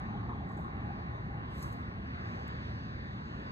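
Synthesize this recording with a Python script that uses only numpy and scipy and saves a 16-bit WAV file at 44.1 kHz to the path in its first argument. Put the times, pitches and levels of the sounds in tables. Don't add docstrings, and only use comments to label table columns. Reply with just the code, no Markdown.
import sys
import numpy as np
from scipy import signal
from scipy.fft import rfft, irfft, next_fast_len
from scipy.io import wavfile

SR = 44100
rng = np.random.default_rng(int(sys.argv[2]) if len(sys.argv) > 2 else 0)


def to_wav(s):
    ch = np.atleast_2d(s).T
    pcm = np.round(np.clip(ch, -1, 1) * 32767)
    wavfile.write(sys.argv[1], SR, pcm.astype(np.int16))


N = 154791
T = np.arange(N) / SR
COARSE = T[::16]
SIZE = next_fast_len(N)
HZ = np.arange(SIZE // 2 + 1) * SR / SIZE

# start_s, level_db
SWISH_LEVEL = [(.44, -96), (.49, -82), (.525, -80), (.55, -85), (.585, -78), (.67, -86), (.72, -96),
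               (1.48, -96), (1.51, -82), (1.56, -73), (1.59, -66), (1.61, -65), (1.62, -68), (1.626, -57),
               (1.635, -59), (1.65, -65), (1.71, -73), (1.73, -68), (1.75, -76), (1.81, -83), (1.85, -87),
               (1.92, -91), (2.2, -96), (2.3, -85), (2.42, -86), (2.55, -94), (3.5, -96)]
TICK_CYCLES = 5
PITCH_RISE = 0.12


def undb(db):
    return 10 ** (np.asarray(db) / 20)


def curve(table, axis=1):
    points = np.array(table)
    return np.interp(T, points[:, 0], points[:, axis])


def walk(rate):
    step = (COARSE * rate).astype(int)
    fade = np.sin(np.pi * (COARSE * rate - step) / 2) ** 2
    levels = rng.standard_normal(step[-1] + 2)
    return 1.15 * (levels[step] * (1 - fade) + levels[step + 1] * fade)


def flow(colour, level_db, tilt_db, swell_db, flicker_db, rate, count):
    pitch_hz, density_db = np.array(colour).T
    octave, corners = np.log2(HZ + 1), np.log2(pitch_hz)
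    shape = undb(np.interp(octave, corners, density_db, left=-90, right=-90))
    spectra = rfft(rng.standard_normal((2, SIZE))) * shape / np.sqrt(np.mean(shape ** 2))
    tilt = np.interp(COARSE, T, tilt_db + 0 * T)
    top = np.log2(6500 / 1000)
    out = 0
    for centre in np.arange(corners[0], corners[-1] + 1 / count, 1 / count):
        window = np.clip(1 - count * abs(octave - centre), 0, 1)
        band = irfft(spectra * window, SIZE)[:, :N]
        bright = np.interp(centre - np.log2(1000), [0, top, top + 1], [0, top, 0])
        db = bright * tilt + swell_db * walk(2.9) + flicker_db * walk(rate)
        out = out + band * np.interp(T, COARSE, undb(db))
    return out * undb(level_db)


def add(out, start, length, from_hz, to_hz, db):
    i = int(start * SR)
    u = np.arange(min(int(length * SR), N - i)) / (length * SR)
    envelope = np.sin(np.pi * u ** 0.6) ** 2
    cycles = length * (from_hz * u + (to_hz - from_hz) * u ** 2 / 2)
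    out[i:i + len(u)] += undb(db) * envelope * np.sin(2 * np.pi * cycles)


def ports(x, other, lead, like):
    like = np.clip(like, 0, 1)
    mid = rfft(x, SIZE) * np.sqrt(1 + like)
    side = rfft(other, SIZE) * np.sqrt(1 - like)
    turn = np.exp(.5j * lead)
    pair = np.array([(mid + side) / turn, (mid - side) * turn])
    return irfft(pair, SIZE)[:, :N] / np.sqrt(2)


def phone(x, other):
    # pitch_hz, right_lead_rad, likeness (0-1)
    port_table = [(0, 0, .97), (300, .65, .98), (430, 1.3, .72), (520, 2.0, .85), (800, 2.2, .8),
                  (1200, 3.2, .93), (1700, 4.1, .85), (2100, 3.4, .95), (2400, 3.2, .95), (2750, 3.1, .7),
                  (3000, 3.15, .97), (3300, 3.25, .96), (3800, 4.6, .7), (4400, 3.6, .7), (4900, 3.1, .93),
                  (5500, 2.9, .95), (6100, 1.6, .7), (6600, .1, .95), (7500, 0, .99), (8200, -1.2, .75),
                  (9350, -3.1, .99), (10200, -3.2, .98), (11000, -4.5, .7), (11800, -6.25, .99),
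                  (13000, -6.3, .99), (13600, -7.9, .7), (14400, -9.4, .98), (16000, -9.8, .9)]
    pitch_hz, lead_rad, likeness = np.array(port_table).T
    return ports(x, other, np.interp(HZ, pitch_hz, lead_rad), np.interp(HZ, pitch_hz, likeness))


def rumble():
    # pitch_hz, relative density_db (per Hz)
    colour = [(22, -34), (40, -11.5), (60, -0.5), (82, 2), (97, -4.5), (111, 3.5), (128, -0.5), (160, -3.5),
              (210, -3.5), (290, -10.5), (340, -13), (400, -17), (600, -31.5), (1000, -47)]
    # start_s, level_db
    level = [(0, -41.5), (.3, -39), (.9, -40.5), (1.5, -41.5), (2.1, -40), (2.5, -42), (2.8, -40.5),
             (3.5, -41)]
    return phone(*flow(colour, curve(level), 0, 0, 0.71, 9.8, count=2))


def drone():
    # pitch_hz, relative density_db (per Hz)
    colour = [(165, -15.5), (190, -3.5), (210, 0.5), (235, -19)]
    # start_s, level_db
    level = [(0, -56), (.22, -55.5), (.33, -53), (.45, -45), (.6, -57), (.8, -49), (1, -56.5), (2, -55.5),
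             (3.5, -57)]
    return phone(*flow(colour, curve(level), 0, 0, 0.56, 9, count=2))


def hiss():
    # pitch_hz, relative density_db (per Hz)
    colour = [(5000, -20.5), (6000, -4), (6600, 5), (7300, -3.5), (8500, -19.5)]
    # start_s, level_db
    level = [(0, -93), (2.1, -97.5), (2.3, -80.5), (2.9, -93), (3.3, -83.5), (3.5, -83.5)]
    return phone(*flow(colour, curve(level), 0, 0, 1.7, 35, count=4))


def bubbles(level_db):
    per_s, low_hz, high_hz, cycles = 300, 650, 2300, 28
    spread_db, db_per_octave = 2.0, -6
    out = np.zeros(N)
    for when, pitch, size in rng.random((int(per_s * N / SR), 3)):
        hz = low_hz * (high_hz / low_hz) ** pitch
        db = db_per_octave * np.log2(hz / 1000) - spread_db * np.log(size + 1e-3)
        add(out, when * T[-1], cycles / hz, hz, hz * (1 + PITCH_RISE), db)
    return out * undb(level_db)


def gurgles():
    # middle_s, peak_db, start pitch_hz, half_length_s
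    pockets = [(.263, -45, 800, .005), (.294, -38, 1130, .004), (.301, -36, 980, .004),
               (.309, -41, 1060, .007), (.319, -34, 950, .003), (.324, -42, 820, .006),
               (.334, -37, 1080, .004), (.408, -43, 800, .008), (0.511, -40, 1056, 0.009),
               (.59, -46, 600, .012), (.6, -43.5, 815, 0.012), (.795, -41, 760, .005),
               (.908, -38, 780, .007), (1.015, -48, 780, .01), (3.34, -48, 1094, 0.012)]
    out = np.zeros(N)
    for middle, db, hz, half_length in pockets:
        add(out, middle - half_length / 2, 2 * half_length, hz, hz * (1 + PITCH_RISE), db)
    return out


def side_rush():
    # pitch_hz, relative density_db (per Hz)
    colour = [(130, -5), (200, 10.5), (280, 4.5), (380, 4.5), (520, -8.5), (700, -3), (820, 11),
              (930, -12.5), (1070, 8.5), (1350, -9), (1700, -10.5), (2300, -8), (2750, -32.5),
              (3150, -21.5), (3800, -17.5), (4400, -36), (5000, -47.5), (8000, -56.5)]
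    # start_s, level_db
    level = [(0, -48.5), (.25, -50), (.31, -47), (.37, -51), (.6, -52), (.9, -52.5), (1.5, -55.5),
             (2.3, -59), (3.5, -63.5)]
    lead_s, bubble_db = 0.00023, -10
    aside = flow(colour, curve(level), 0, 0.47, 3.1, 14, count=3)
    water = gurgles() + bubbles(curve(level) + bubble_db)
    return ports(aside[0] + water, aside[1], 2 * np.pi * HZ * lead_s, 0.57)


def river():
    # pitch_hz, relative density_db (per Hz)
    colour = [(150, -16), (400, -4.5), (600, -1.5), (820, -9.5), (1080, 3), (1400, -3), (1700, -3.5),
              (2000, -4.5), (2600, -13.5), (3500, -19.5), (4500, -21.5), (6000, -35), (6700, -44),
              (7500, -53), (10000, -51), (13000, -53.5), (15500, -64.5)]
    # start_s, level_db, brightness (dB per octave above 1 kHz)
    level = [(0, -46.5, -0.5), (.4, -49.5, -1.5), (.65, -47, -2), (1, -46.5, -1.5), (1.4, -48, -1.5),
             (1.65, -47, 0.5), (2, -47.5, -1), (2.15, -48.5, 1.5), (2.35, -44.5, 0.5), (2.65, -48.5, 2.5),
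             (2.9, -49.5, 2), (3.2, -48.5, 0.7), (3.5, -46, 0.5)]
    bubble_db = -15
    rush = flow(colour, curve(level), curve(level, axis=2), .4, 2, 12, count=5)
    return phone(rush[0] + bubbles(curve(level) + bubble_db), rush[1])


def crackle():
    per_s, low_hz, high_hz = 700, 3500, 11000
    spread_db, above_swish_db = 2.2, 2
    out = np.zeros(N)
    for when, pitch, size in rng.random((int(per_s * N / SR), 3)):
        hz = low_hz * (high_hz / low_hz) ** pitch
        add(out, when * T[-1], TICK_CYCLES / hz, hz, hz, -spread_db * np.log(size + 1e-3))
    return out * undb(curve(SWISH_LEVEL) + above_swish_db)


def line_ticks():
    # start_s, peak_db, middle pitch_hz
    tick_table = [(.492, -63, 7500), (.498, -64, 7500), (.519, -63, 7300), (.523, -63, 8000),
                  (.546, -66, 6500), (.5725, -57, 7000), (.5775, -57, 7300), (.589, -63, 6300),
                  (.5935, -59, 11500), (.609, -68, 11000), (.612, -60, 7300), (.623, -65, 10500),
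                  (.644, -65, 8000), (1.623, -49, 6000), (1.627, -41, 11500), (1.629, -44, 13000),
                  (1.628, -47, 4300), (1.633, -49, 8000), (1.636, -50, 4600), (1.641, -55, 8500),
                  (1.664, -57, 11000), (1.682, -53, 9000), (1.728, -54, 11500), (1.732, -57, 7500),
                  (2.480, -53, 7000), (2.4803, -52, 12000), (2.4815, -58, 8500)]
    out = np.zeros(N)
    for start, db, hz in tick_table:
        add(out, start, TICK_CYCLES / hz, 1.15 * hz, .85 * hz, db)
    return out


def whip():
    whistle = np.zeros(N)
    add(whistle, start=1.591, length=.022, from_hz=13000, to_hz=5500, db=-68)
    rough = np.interp(T, COARSE, undb(5 * walk(900)))
    return whistle * rough


def line():
    # pitch_hz, relative density_db (per Hz)
    colour = [(2000, -19.5), (4000, -2), (6000, 0.5), (7500, -1.5), (9000, 1.5), (12000, -4), (15500, -16)]
    swish = flow(colour, curve(SWISH_LEVEL), 0, 0, 2.5, 150, count=2)
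    return phone(swish[0] + crackle() + line_ticks() + whip(), swish[1])


def scene():
    background = rumble() + drone() + hiss()
    water = side_rush() + river()
    return background + water + line()


def record(dry):
    top_hz, ripple_db, stop_db = 15800, .2, 70
    return signal.sosfilt(signal.ellip(10, ripple_db, stop_db, top_hz, fs=SR, output="sos"), dry)


dry = scene()
out = record(dry)
to_wav(out)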